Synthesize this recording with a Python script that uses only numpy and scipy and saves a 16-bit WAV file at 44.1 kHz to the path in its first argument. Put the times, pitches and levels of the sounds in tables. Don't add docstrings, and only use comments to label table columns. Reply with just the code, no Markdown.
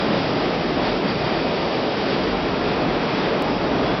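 import sys
import numpy as np
from scipy import signal
from scipy.fft import rfft, irfft
from scipy.io import wavfile
from scipy.ndimage import uniform_filter1d

SR = 44100
rng = np.random.default_rng(int(sys.argv[2]) if len(sys.argv) > 2 else 0)


def persist_wave(psi):
    counts = np.round(np.clip(psi, -1, 1) * 32767).astype(np.int16)
    wavfile.write(sys.argv[1], SR, np.atleast_2d(counts).T)


N = 176400

# pitch_hz, relative_db
RUMBLE_EQ = [(20, -33.5), (32, -24.5), (38, 4.5), (48, -1), (65, -1.5), (90, -4), (160, -41.5)]
# time_s, level_db
RUMBLE_FADER = [(0, -45.5), (.6, -40), (1.15, -40), (1.55, -45), (2.05, -53), (2.2, -38.5), (2.8, -39.5),
                (3.1, -45.5), (3.7, -38), (4, -41.5)]
# pitch_hz, relative_db
SCRAPE_EQ = [(900, -14), (1800, -1), (2400, -1.5), (3100, -2), (3800, -4), (4150, -6), (4700, -4),
             (5250, -5.5), (5700, -18.5), (6200, -10.5)]
# time_s, level_db
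SCRAPE_FADER = [(0, -32.5), (.45, -33), (.75, -33.5), (.92, -32), (1.02, -35.5), (1.15, -31.5),
                (1.3, -33.5), (1.7, -30.5), (2.13, -33.5), (2.35, -36), (2.55, -37.5), (2.72, -39),
                (3.2, -33), (3.38, -44.5), (3.7, -41.5), (4, -42.5)]
# peak_s, level_db
SCUFFS = [(.87, -30.5), (1.1, -38), (1.28, -35), (1.39, -32), (1.565, -34.5), (2.13, -35.5), (2.69, -35),
          (3.86, -39)]
# pitch_hz, half_width_hz, relative_db
WHEEL_MODES = [(2500, 90, -2), (3303, 75, -2), (3775, 110, 0), (4820, 140, -5), (5050, 400, -4.5)]
# time_s, level_db
RING_FADER = [(0, -38.5), (.7, -44), (1, -48), (1.3, -43), (1.65, -45.5), (1.95, -43), (2.2, -48),
              (2.5, -43.5), (3.1, -48.5), (4, -45.5)]
# start_s, length_s, pitch_hz, half_width_hz, level_db
WHEEL_SINGS = [(0, 0.56, 4810, 44.5, -48.5), (.83, 0.14, 4710, 89.4, -45.5), (1.03, .44, 4655, 100.4, -42),
               (1.14, .36, 2450, 39.7, -42.5), (1.52, .35, 4610, 139, -43.5), (1.66, .1, 2610, 90, -43),
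               (2, 0.2, 4620, 95, -44.5), (2.06, .28, 4770, 75, -46), (2.64, 0.52, 2500, 219, -41.5),
               (3.48, .11, 5030, 354, -41), (3.8, .2, 3344, 38.9, -44), (3.85, 0.14, 5130, 40, -49.5)]

# pitch_hz, relative_db
DRONE_EQ = [(33, -52), (45, -20.5), (90, -12.5), (120, -5.5), (155, 0.5), (200, 0), (290, -0.5),
            (420, -18.5), (900, -41), (2000, -53.5)]
# time_s, level_db
DRONE_FADER = [(0, -28.5), (.1, -25.5), (.22, -27), (.32, -28), (.58, -30.5), (.79, -27.5), (.95, -31),
               (1.1, -27), (1.3, -29.5), (1.64, -33.5), (1.8, -32.5), (2.03, -30), (2.15, -27), (2.32, -33),
               (2.6, -27.5), (2.76, -31.5), (2.86, -25), (3, -30.5), (3.18, -24.5), (3.32, -34.5),
               (3.48, -25.5), (3.62, -31), (3.92, -24.5), (4, -31.5)]
# pitch_hz, relative_db
GRILLE_EQ = [(400, -25), (850, -2), (1200, 3), (1600, -1), (2000, -2.5), (2600, -4.5), (3050, -7.5),
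             (3350, -4.5), (3550, -8.5), (4050, -11), (4800, -10), (5400, -21.5), (6200, -22.5)]
# time_s, level_db
GRILLE_FADER = [(0, -31), (.45, -31.5), (.65, -36), (.88, -31), (1, -35.5), (1.09, -29), (1.17, -38.5),
                (1.28, -28.5), (1.5, -37), (2.03, -35.5), (2.15, -30), (2.4, -34.5), (2.7, -30),
                (2.95, -31.5), (3.25, -28.5), (3.38, -31.5), (3.47, -31.5), (3.56, -33), (3.68, -33.5),
                (3.92, -29), (4, -32.5)]
# pitch_hz, relative_db
ROAR_EQ = [(33, -46.5), (45, -18.5), (90, -17), (120, -8), (155, -8.5), (260, -2), (330, -0.5), (430, -1.5),
           (530, -3), (720, -4), (1000, -9.5), (1600, -18), (3000, -22.5), (6000, -32.5)]
# time_s, level_db
ROAR_FADER = [(0, -23.5), (.14, -23), (.3, -24.5), (.46, -22.5), (.65, -24), (.9, -23.5), (1.05, -24.5),
              (1.35, -25), (1.5, -23.5), (2, -23.5), (2.42, -23), (2.95, -23.5), (3.3, -22.7),
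              (3.55, -24.5), (3.72, -21.5), (4, -23)]
# pitch_hz, half_width_hz, relative_db
DUCT_MODES = [(180, 13, -8), (262, 36, -6), (377.4, 37, -2), (434, 53, -0.5), (609, 33, -2)]
# start_s, length_s, pitch_hz, half_width_hz, level_db
ROAR_SURGES = [(.06, .12, 563, 55, -29), (.65, 0.1, 301, 35, -28), (.76, .22, 678, 130, -28.5),
               (1.05, .15, 205.4, 30, -30.5), (1.25, 0.14, 728, 140, -30), (1.3, 0.16, 354, 50, -30),
               (1.34, 0.53, 618, 28, -36.5), (2.07, 0.14, 564, 45.3, -32.5), (2.16, 0.15, 445, 45, -27),
               (3.21, 0.13, 436, 40.6, -25.5), (3.42, .1, 812, 45, -33), (3.86, 0.092, 1013, 220, -34.5)]

DUCT_DB = -6.5
SWELL_FADE_S, SCUFF_HALF_LENGTH_S, RUB_FLICKER_DB = 0.073, 0.051, 1.0
HALL_T60_S, HALL_WET_DB, PREDELAY_S = 1.3, -11, .025
TICK_S, TICK_DB, TICK_DECAY_S = 3.4233, -17.3, .00015
PEAK_CEILING, KNEE_HARDNESS = .31, 6
HIGH_CUT_HZ, TICK_HIGH_CUT_HZ = 5820, 15800


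def gain(db):
    return 10 ** (np.asarray(db) / 20)


def unit_rms(x):
    return x / np.sqrt(np.mean(x ** 2))


def fader(points):
    return gain(np.interp(np.arange(N) / SR, *np.array(points).T))


def flutter(depth_db, rate_hz):
    hold = max(int(SR / rate_hz), 1)
    steps = rng.standard_normal(N)[np.arange(N) // hold]
    smooth = uniform_filter1d(uniform_filter1d(steps, hold), hold)
    return gain(depth_db * unit_rms(smooth))


def shaped_noise(eq):
    hz, db = np.array(eq).T
    freqs = np.maximum(np.arange(N // 2 + 1) * SR / N, 1)
    colour = gain(np.interp(np.log(freqs), np.log(hz), db))
    return unit_rms(irfft(rfft(rng.standard_normal(N)) * colour, N))


def resonances(modes, waver_db, waver_hz):
    freqs = np.maximum(np.arange(N // 2 + 1) * SR / N, 1)
    mix = 0
    for hz, half_width, db in modes:
        band = 1 / (1 + 1j * (freqs / hz - hz / freqs) * hz / (2 * half_width))
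        ring = unit_rms(irfft(rfft(rng.standard_normal(N)) * band ** 2, N))
        mix = mix + ring * gain(db) * flutter(waver_db, waver_hz)
    return unit_rms(mix)


def swells(cues):
    t = np.arange(N) / SR
    mix = 0
    for start, length, hz, half_width, db in cues:
        inside_s = np.minimum(t - start, start + length - t)
        envelope = np.clip(.5 + inside_s / SWELL_FADE_S, 0, 1)
        tone = resonances([(hz, half_width, 0)], waver_db=-0.5, waver_hz=24.7)
        mix = mix + tone * envelope * gain(db)
    return mix


def high_cut(x, hz):
    taps = signal.firwin(241, hz, window=("kaiser", 8), fs=SR)
    return signal.fftconvolve(x, taps[None], mode="same")


def station_reverb(direct):
    t = np.arange(N) / SR
    tail = rng.standard_normal(N) * np.exp(-np.log(1000) * t / HALL_T60_S) * (t > PREDELAY_S)
    wet = irfft(rfft(direct) * rfft(unit_rms(tail)), N) / np.sqrt(N)
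    return (direct + gain(HALL_WET_DB) * wet) / np.hypot(1, gain(HALL_WET_DB))


def tick():
    age = (np.arange(N) - int(TICK_S * SR)) / SR
    return gain(TICK_DB) * np.exp(-np.abs(age) / TICK_DECAY_S) * (age >= 0)


def wheels():
    t = np.arange(N) / SR
    rumble = shaped_noise(RUMBLE_EQ) * fader(RUMBLE_FADER)
    scuffs = sum(gain(db) * np.exp(-((t - peak_s) / SCUFF_HALF_LENGTH_S) ** 2) for peak_s, db in SCUFFS)
    scrape = shaped_noise(SCRAPE_EQ) * np.hypot(fader(SCRAPE_FADER), scuffs)
    ring = resonances(WHEEL_MODES, waver_db=1.5, waver_hz=13.0) * fader(RING_FADER)
    rubbing = scrape + ring + swells(WHEEL_SINGS)
    return rumble + rubbing * flutter(RUB_FLICKER_DB, rate_hz=25)


def blowers():
    drone = shaped_noise(DRONE_EQ) * fader(DRONE_FADER)
    ducts = resonances(DUCT_MODES, waver_db=1.0, waver_hz=6.2) * gain(DUCT_DB)
    roar = (shaped_noise(ROAR_EQ) + ducts) * fader(ROAR_FADER)
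    rush = shaped_noise(GRILLE_EQ) * fader(GRILLE_FADER) * flutter(depth_db=0.41, rate_hz=12)
    return drone + roar + swells(ROAR_SURGES) + rush


def scene():
    return station_reverb(blowers() + wheels())[None]


def record(dry):
    rounded = dry / (1 + np.abs(dry / PEAK_CEILING) ** KNEE_HARDNESS) ** (1 / KNEE_HARDNESS)
    dulled = high_cut(rounded, HIGH_CUT_HZ)
    return high_cut(dulled + tick(), TICK_HIGH_CUT_HZ)


dry = scene()
out = record(dry)
persist_wave(out)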